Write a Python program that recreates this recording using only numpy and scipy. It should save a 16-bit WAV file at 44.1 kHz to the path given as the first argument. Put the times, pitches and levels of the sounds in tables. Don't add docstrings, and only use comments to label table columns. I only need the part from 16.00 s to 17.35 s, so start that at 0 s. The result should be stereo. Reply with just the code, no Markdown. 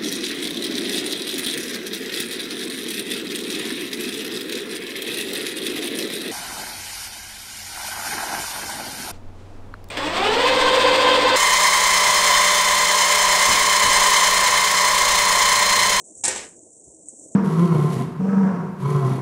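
import sys
import numpy as np
from scipy import signal
from scipy.fft import rfft, irfft, next_fast_len
from scipy.io import wavfile
from scipy.ndimage import uniform_filter1d

SR = 44100
rng = np.random.default_rng(int(sys.argv[2]) if len(sys.argv) > 2 else 0)


def waveform_to_disk(signal):
    frames = np.transpose(np.atleast_2d(signal))
    scaled = np.clip(frames, -1, 1) * 32767
    samples = np.round(scaled).astype(np.int16)
    wavfile.write(sys.argv[1], SR, samples)


def field_ratio(decibels):
    return 10 ** (np.asarray(decibels, dtype=float) / 20)


N = 59535
T = np.arange(N) / SR
PAD = next_fast_len(N + 8192)
HZ = np.maximum(np.arange(PAD // 2 + 1) * SR / PAD, 1)

# time in seconds, level in dB.
FIZZ_VIGOUR = [(0, -44.5), (.03, -56.5), (.05, -47.5), (.12, -49), (.17, -47), (.22, -45.5), (.45, -43.5),
               (.53, -48.5), (.6, -51), (.69, -52.5), (.76, -50), (.9, -50.5), (1.05, -52), (1.13, -47),
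               (1.165, -48.5), (1.21, -46), (1.26, -46), (1.35, -47.5)]
# time in seconds, level in dB.
SEETHE_VIGOUR = [(0, -59), (.05, -55), (.12, -53.5), (.2, -57.5), (.45, -53), (.55, -52.5), (.63, -55),
                 (.7, -58), (.8, -60), (.87, -55), (1.0, -57), (1.1, -56), (1.13, -56), (1.22, -54.5),
                 (1.29, -54.5), (1.35, -55)]
# frequency in Hz, strength in dB per Hz.
FIZZ_COLOUR = [(4000, -54), (5200, -29.5), (5700, -14.5), (7000, -3), (7900, 1), (8700, -4.5), (9500, -13),
               (10500, -23)]
# frequency in Hz, strength in dB per Hz.
SEETHE_COLOUR = [(24, -54), (40, -24.5), (310, -8), (355, -6.5), (651, -11.5), (1500, -52), (1950, -84),
                 (3300, -120)]
# frequency in Hz, left minus right in dB.
PAN_BALANCE = [(60, 6.51), (150, 4.38), (380, -2.5), (940, -6.0), (2360, -1.5), (5920, -4.5), (14800, -4.0)]
# frequency in Hz, likeness from 0 to 1.
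PAN_LIKENESS = [(60, 0.68), (180, 0.75), (540, 0.87), (1640, 0.57), (4930, 0.97), (14800, 1)]
# start in seconds, peak in dB, pitch in Hz.
SPITS = [(0.0124, -38, 7900), (0.0421, -36, 7600), (0.0752, -38.5, 7600), (0.1531, -29.5, 7760),
         (0.1765, -31, 8960), (0.2116, -32.5, 8200), (0.5919, -36.5, 7000), (0.7058, -41, 7910),
         (0.798, -35, 8010), (0.8809, -44, 7960), (1.0256, -36.5, 8000), (1.057, -38.5, 7440),
         (1.0856, -20, 8200), (1.1962, -31.5, 7940)]
# start in seconds, peak in dB, pitch in Hz, length in seconds.
GLUGS = [
    (0.102, -47.5, 313.1, 0.036),
    (0.609, -50.5, 305, 0.054),
    (0.921, -52.5, 320, 0.094),
    (1.03, -55, 300, .05),
    (1.178, -49, 296.8, .04),
    (1.222, -48.5, 307.3, 0.056),
    (1.302, -52, 647, .04),
    (.895, -64.5, 935, 0.026),
]
# start in seconds, level in dB, length in seconds.
THUMPS = [
    (0.16, -60, 0.16),
    (.62, -70, 0.045),
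    (0.836, -59.5, .08),
    (0.948, -73, .04),
    (1.12, -74, 0.059),
    (1.159, -70.5, 0.034),
]
# peak in dB, extra strength of the body in dB.
BLOWS = [
    (-10.5, -2),
    (-8, -2.5),
    (-7.5, -1),
    (-23, 7),
]
# frequency in Hz, strength in dB per Hz.
RATTLE_COLOUR = [(506, -10), (1400, -13.5), (4270, -15), (6300, -2), (7990, 6.5), (10300, -8.5),
                 (11000, -28), (12900, -33.5)]
# frequency in Hz, strength in dB per Hz.
KITCHEN_COLOUR = [(70, -17), (470, -8.5), (1340, -8.5), (1900, -5.5), (4750, -9), (7800, -4.5),
                  (10600, -21), (12900, -35.5)]
# pitch in Hz, level in dB, time to fall 60 dB in seconds.
BODY_TONES = [(374.7, -11.5, 0.5), (521.5, -5, .3), (830, -0.5, 0.12), (900, -6, .2), (1821, -10, .4),
              (1855, -10.5, .5), (2262, -9, .3), (2530, -14, .25), (5530, -11.5, 0.14), (6984, -7, .12),
              (7250, 0.5, .12), (8170, -11.5, .1), (9500, -5.5, .1), (9560, -10.5, .1)]
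# frequency in Hz, time to fall 60 dB in seconds.
KITCHEN_T60 = [(100, 1.2), (400, .8), (1500, 0.67), (4000, 0.4), (8000, .6), (13000, 0.3)]
# frequency in Hz, left minus right in dB.
BLOW_BALANCE = [(60, 9), (200, 3), (500, 0), (14800, 0)]
# frequency in Hz, likeness from 0 to 1.
BLOW_LIKENESS = [(60, .6), (180, .88), (540, .96), (1500, .995), (4900, 1), (5400, .93), (9300, .97),
                 (10000, 1)]

FIZZ_LOW_HZ, FIZZ_HIGH_HZ = 5250, 10600
FIZZ_PER_S, FIZZ_SPREAD_DB, FIZZ_DB, FIZZ_FLICKER_DB = 6600, 1.5, 0, 1.3
AIR_DB, AIR_FLICKER_DB, AIR_FOLLOWS = -51.5, 2.5, 1.6
SEETHE_FLICKER_DB, SEETHE_DB = 2, 1.5
GURGLES_PER_S, GURGLE_DB, GURGLE_CYCLES = 45, -3.5, 14.0
SPIT_RISE_S, SPIT_ECHO_S, SPIT_ECHO_DB, SPIT_PAN_DB = 0.00052, 0.0056, -8, -2
SPRAY_DB, SPRAY_T60_S = -20.5, .15
THUMP_HZ, THUMP_PAN_DB = 140, 7.5
BLOW_S, CHATTER_S = [.2372, .2497, .2792, .3603], [.0102, .0135, .012, .022]
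CHATTER_PER_S, CHATTER_SPREAD_DB, CHATTER_FADE_DB = 12000, 1.5, 4
CHATTER_BEAT_HZ, CHATTER_BEAT = 480, .45
CHATTER_DROP_DB, CHATTER_AFTER_T60_S = -7, .12
BODY_DB, BODY_RISE_S = -32.5, .006
TAIL_DB, TAIL_RISE_S, TAIL_FLICKER_DB = -18, .004, 1.0
TAIL_GRAIN_DB = 3
TOP_HZ = 14200
GATE_HOLDS_S, GATE_KNEE_S, GATE_SINK_DB_PER_S = 0.48, .03, 246.5
GATE_RAGGED_DB = 1.5
RUSTLE_S, RUSTLE_LENGTH_S, RUSTLE_DB = 1.2, 0.17, -90
RUSTLE_LOW_HZ, RUSTLE_HIGH_HZ = 3900, 5200
FLOOR_DB = -92
LOW_CUT_HZ, CUTOFF_HZ = 45, 15400


def rms_one(x):
    return x / np.sqrt(np.mean(x ** 2) + 1e-20)


def at_hz(points, hz):
    table_hz, values = np.array(points).T
    return np.interp(np.log(hz), np.log(table_hz), values)


def drift(rate):
    r = np.exp(-2 * np.pi * rate / SR)
    noise = rng.standard_normal(N + SR)
    return rms_one(signal.lfilter([1], [1, -2 * r, r * r], noise)[SR:])


def grains(per_s, spread_db):
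    size = field_ratio(spread_db * np.minimum(rng.exponential(1, N), 5)) * rng.choice([-1, 1], N)
    return size * (rng.random(N) < per_s / SR)


def ring(clicks, hz, t60):
    r, w = field_ratio(-60 / (t60 * SR)), 2 * np.pi * hz / SR
    return signal.lfilter([0, np.sin(w)], [1, -2 * r * np.cos(w), r * r], clicks + 1e-18)


def swell(start_s, length_s):
    return np.sin(np.pi * np.clip((T - start_s) / length_s, 0, 1))


def lean_left(db):
    return field_ratio(np.array([[db / 2], [-db / 2]]))


def stereo(mid, side, colour, balance, likeness):
    alike = np.clip(at_hz(likeness, HZ), 0, 1)
    lean_db = at_hz(balance, HZ) / 2
    m = np.sqrt(1 + alike) * rfft(mid, PAD)
    s = np.sqrt(1 - alike) * rfft(side, PAD)
    gain = field_ratio(at_hz(colour, HZ))
    gain = gain / np.sqrt(2 * np.mean(gain ** 2))
    left, right = (m + s) * field_ratio(lean_db), (m - s) * field_ratio(-lean_db)
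    return irfft(gain * np.array([left, right]), PAD)[:, :N]


def floor_hiss():
    hiss = field_ratio(FLOOR_DB) * (rng.standard_normal(N) + .3 * rng.standard_normal((2, N)))
    return signal.sosfilt(signal.butter(4, 8000, fs=SR, output="sos"), hiss)


def fizz_band(x):
    band = signal.ellip(6, .5, 80, [FIZZ_LOW_HZ, FIZZ_HIGH_HZ], "band", fs=SR, output="sos")
    return signal.sosfilt(band, x)


def fizz(level_db):
    swarm = field_ratio(FIZZ_FLICKER_DB * (drift(44) + 0.91 * drift(150)))
    mid, side = (swarm * rms_one(grains(FIZZ_PER_S, FIZZ_SPREAD_DB)) for _ in range(2))
    bright = fizz_band(stereo(mid, side, FIZZ_COLOUR, PAN_BALANCE, PAN_LIKENESS))
    air = signal.sosfilt(signal.butter(3, [10400, 11900], "band", fs=SR, output="sos"), mid)
    air_db = AIR_DB + AIR_FLICKER_DB * drift(6) + AIR_FOLLOWS * (level_db - level_db.min())
    return field_ratio(level_db + FIZZ_DB) * (rms_one(bright) + field_ratio(air_db) * rms_one(air))


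def seethe(level_db):
    pitches = np.geomspace(220, 750, 10)
    gurgle = sum(ring(grains(GURGLES_PER_S / 10, 1.0), hz, GURGLE_CYCLES / hz) for hz in pitches)
    lumps = field_ratio(SEETHE_FLICKER_DB * drift(22))
    mid = lumps * rng.standard_normal(N) + field_ratio(GURGLE_DB - 17) * rms_one(gurgle)
    side = lumps * rng.standard_normal(N)
    low = stereo(mid, side, SEETHE_COLOUR, PAN_BALANCE, PAN_LIKENESS)
    low = signal.sosfilt(signal.butter(6, 1300, fs=SR, output="sos"), low)
    return field_ratio(level_db + SEETHE_DB) * rms_one(low)


def spits():
    blips, spray = np.zeros(N), np.zeros(N)
    for s, db, hz in SPITS:
        tone = np.sin(2 * np.pi * hz * T)
        for late, loss_db in ((0, 0), (SPIT_ECHO_S, SPIT_ECHO_DB)):
            bump = np.exp(-((T - s - late) / SPIT_RISE_S - 1.5) ** 2)
            blips += field_ratio(db + loss_db) * bump * tone
        spray += field_ratio(db + SPRAY_DB - 60 * np.maximum(T - s, 0) / SPRAY_T60_S) * (T > s)
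    mid, side = spray * rng.standard_normal((2, N))
    hiss = stereo(mid, side, FIZZ_COLOUR, PAN_BALANCE, PAN_LIKENESS)
    return fizz_band(hiss) + blips * lean_left(SPIT_PAN_DB)


def glugs():
    out = np.zeros(N)
    for s, db, hz, length in GLUGS:
        out += field_ratio(db) * swell(s, length) * np.sin(2 * np.pi * hz * T)
    return out * lean_left(-2)


def thumps():
    shape = sum(field_ratio(db) * swell(s, length) for s, db, length in THUMPS)
    white = rng.standard_normal((2, N))
    band = signal.butter(2, [45, THUMP_HZ], "band", fs=SR, output="sos")
    low = signal.sosfilt(band, white[0] + .5 * white)
    return shape * rms_one(low) * lean_left(THUMP_PAN_DB)


def rattle():
    chatter = np.zeros(N)
    for s, length, (db, _) in zip(BLOW_S, CHATTER_S, BLOWS):
        contact = field_ratio(db - 10 - CHATTER_FADE_DB * np.clip((T - s) / length, 0, 1)) * (T >= s)
        after_db = CHATTER_DROP_DB - 60 * np.maximum(T - s - length, 0) / CHATTER_AFTER_T60_S
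        beat = 1 + CHATTER_BEAT * np.sin(2 * np.pi * CHATTER_BEAT_HZ * (T - s))
        chatter += contact * np.where(T < s + length, 1, field_ratio(after_db)) * beat
    mid, side = (chatter * rms_one(grains(CHATTER_PER_S, CHATTER_SPREAD_DB)) for _ in range(2))
    out = stereo(mid, side, RATTLE_COLOUR, BLOW_BALANCE, BLOW_LIKENESS)
    return signal.sosfilt(signal.butter(2, 250, "high", fs=SR, output="sos"), out)


def kitchen():
    mid, side = rng.standard_normal((2, N))
    wash = rfft(stereo(mid, side, KITCHEN_COLOUR, BLOW_BALANCE, BLOW_LIKENESS), PAD)
    grain = rms_one(uniform_filter1d(rng.standard_normal(len(HZ)), size=40))
    wash = wash * field_ratio(TAIL_GRAIN_DB * grain - 0.5)
    flicker = field_ratio(TAIL_FLICKER_DB * drift(45))
    out = 0
    for hz in 32 * 2 ** np.arange(10):
        rise_s = BODY_RISE_S if hz < 5000 else TAIL_RISE_S
        power = 0
        for s, (db, body_db) in zip(BLOW_S, BLOWS):
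            since = np.maximum(T - s, 0)
            blow_db = db + (body_db if hz < 5000 else 0) + TAIL_DB
            fall = field_ratio(blow_db - 60 * since / at_hz(KITCHEN_T60, hz))
            power = power + fall ** 2 * (1 - np.exp(-since / rise_s))
        octave = np.maximum(1 - np.abs(np.log2(HZ / hz)), 0)
        out = out + np.sqrt(power) * irfft(wash * octave, PAD)[:, :N]
    return flicker * out


def body():
    out = np.zeros(N)
    strikes = rng.normal(0, 2, (len(BLOWS), len(BODY_TONES)))
    for k, (hz, level_db, t60) in enumerate(BODY_TONES):
        clicks = np.zeros(N)
        for s, (db, body_db), chance_db in zip(BLOW_S, BLOWS, strikes[:, k]):
            clicks[int(s * SR)] = field_ratio(db + body_db + level_db + BODY_DB + 7 + chance_db)
        soft_clicks = uniform_filter1d(clicks, size=3, origin=-1) * 2
        out += ring(soft_clicks, hz, t60)
    return out


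def clatter():
    out = rattle() + kitchen() + body()
    out = signal.sosfilt(signal.cheby2(6, 24, TOP_HZ, fs=SR, output="sos"), out)
    sink_db = GATE_SINK_DB_PER_S * GATE_KNEE_S * np.logaddexp(0, (T - GATE_HOLDS_S) / GATE_KNEE_S)
    return out * field_ratio(-sink_db + GATE_RAGGED_DB * np.tanh(sink_db / 10) * drift(15))


def rustle():
    band = signal.butter(3, [RUSTLE_LOW_HZ, RUSTLE_HIGH_HZ], "band", fs=SR, output="sos")
    hiss = rms_one(signal.sosfilt(band, rng.standard_normal((2, N))))
    return field_ratio(RUSTLE_DB) * swell(RUSTLE_S, RUSTLE_LENGTH_S) * hiss


def scene():
    floor = floor_hiss()
    pan = fizz(np.interp(T, *np.transpose(FIZZ_VIGOUR)))
    pan = pan + seethe(np.interp(T, *np.transpose(SEETHE_VIGOUR)))
    return pan + glugs() + spits() + thumps() + rustle() + clatter() + floor


def roll_off(x):
    return signal.sosfilt(signal.butter(12, 15440, fs=SR, output="sos"), x)


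def record(dry):
    cut = signal.sosfilt(signal.cheby2(12, 70, CUTOFF_HZ, fs=SR, output="sos"), dry)
    cut = signal.sosfilt(signal.butter(2, LOW_CUT_HZ, "high", fs=SR, output="sos"), cut)
    return roll_off(cut)


dry = scene()
out = record(dry)
waveform_to_disk(out)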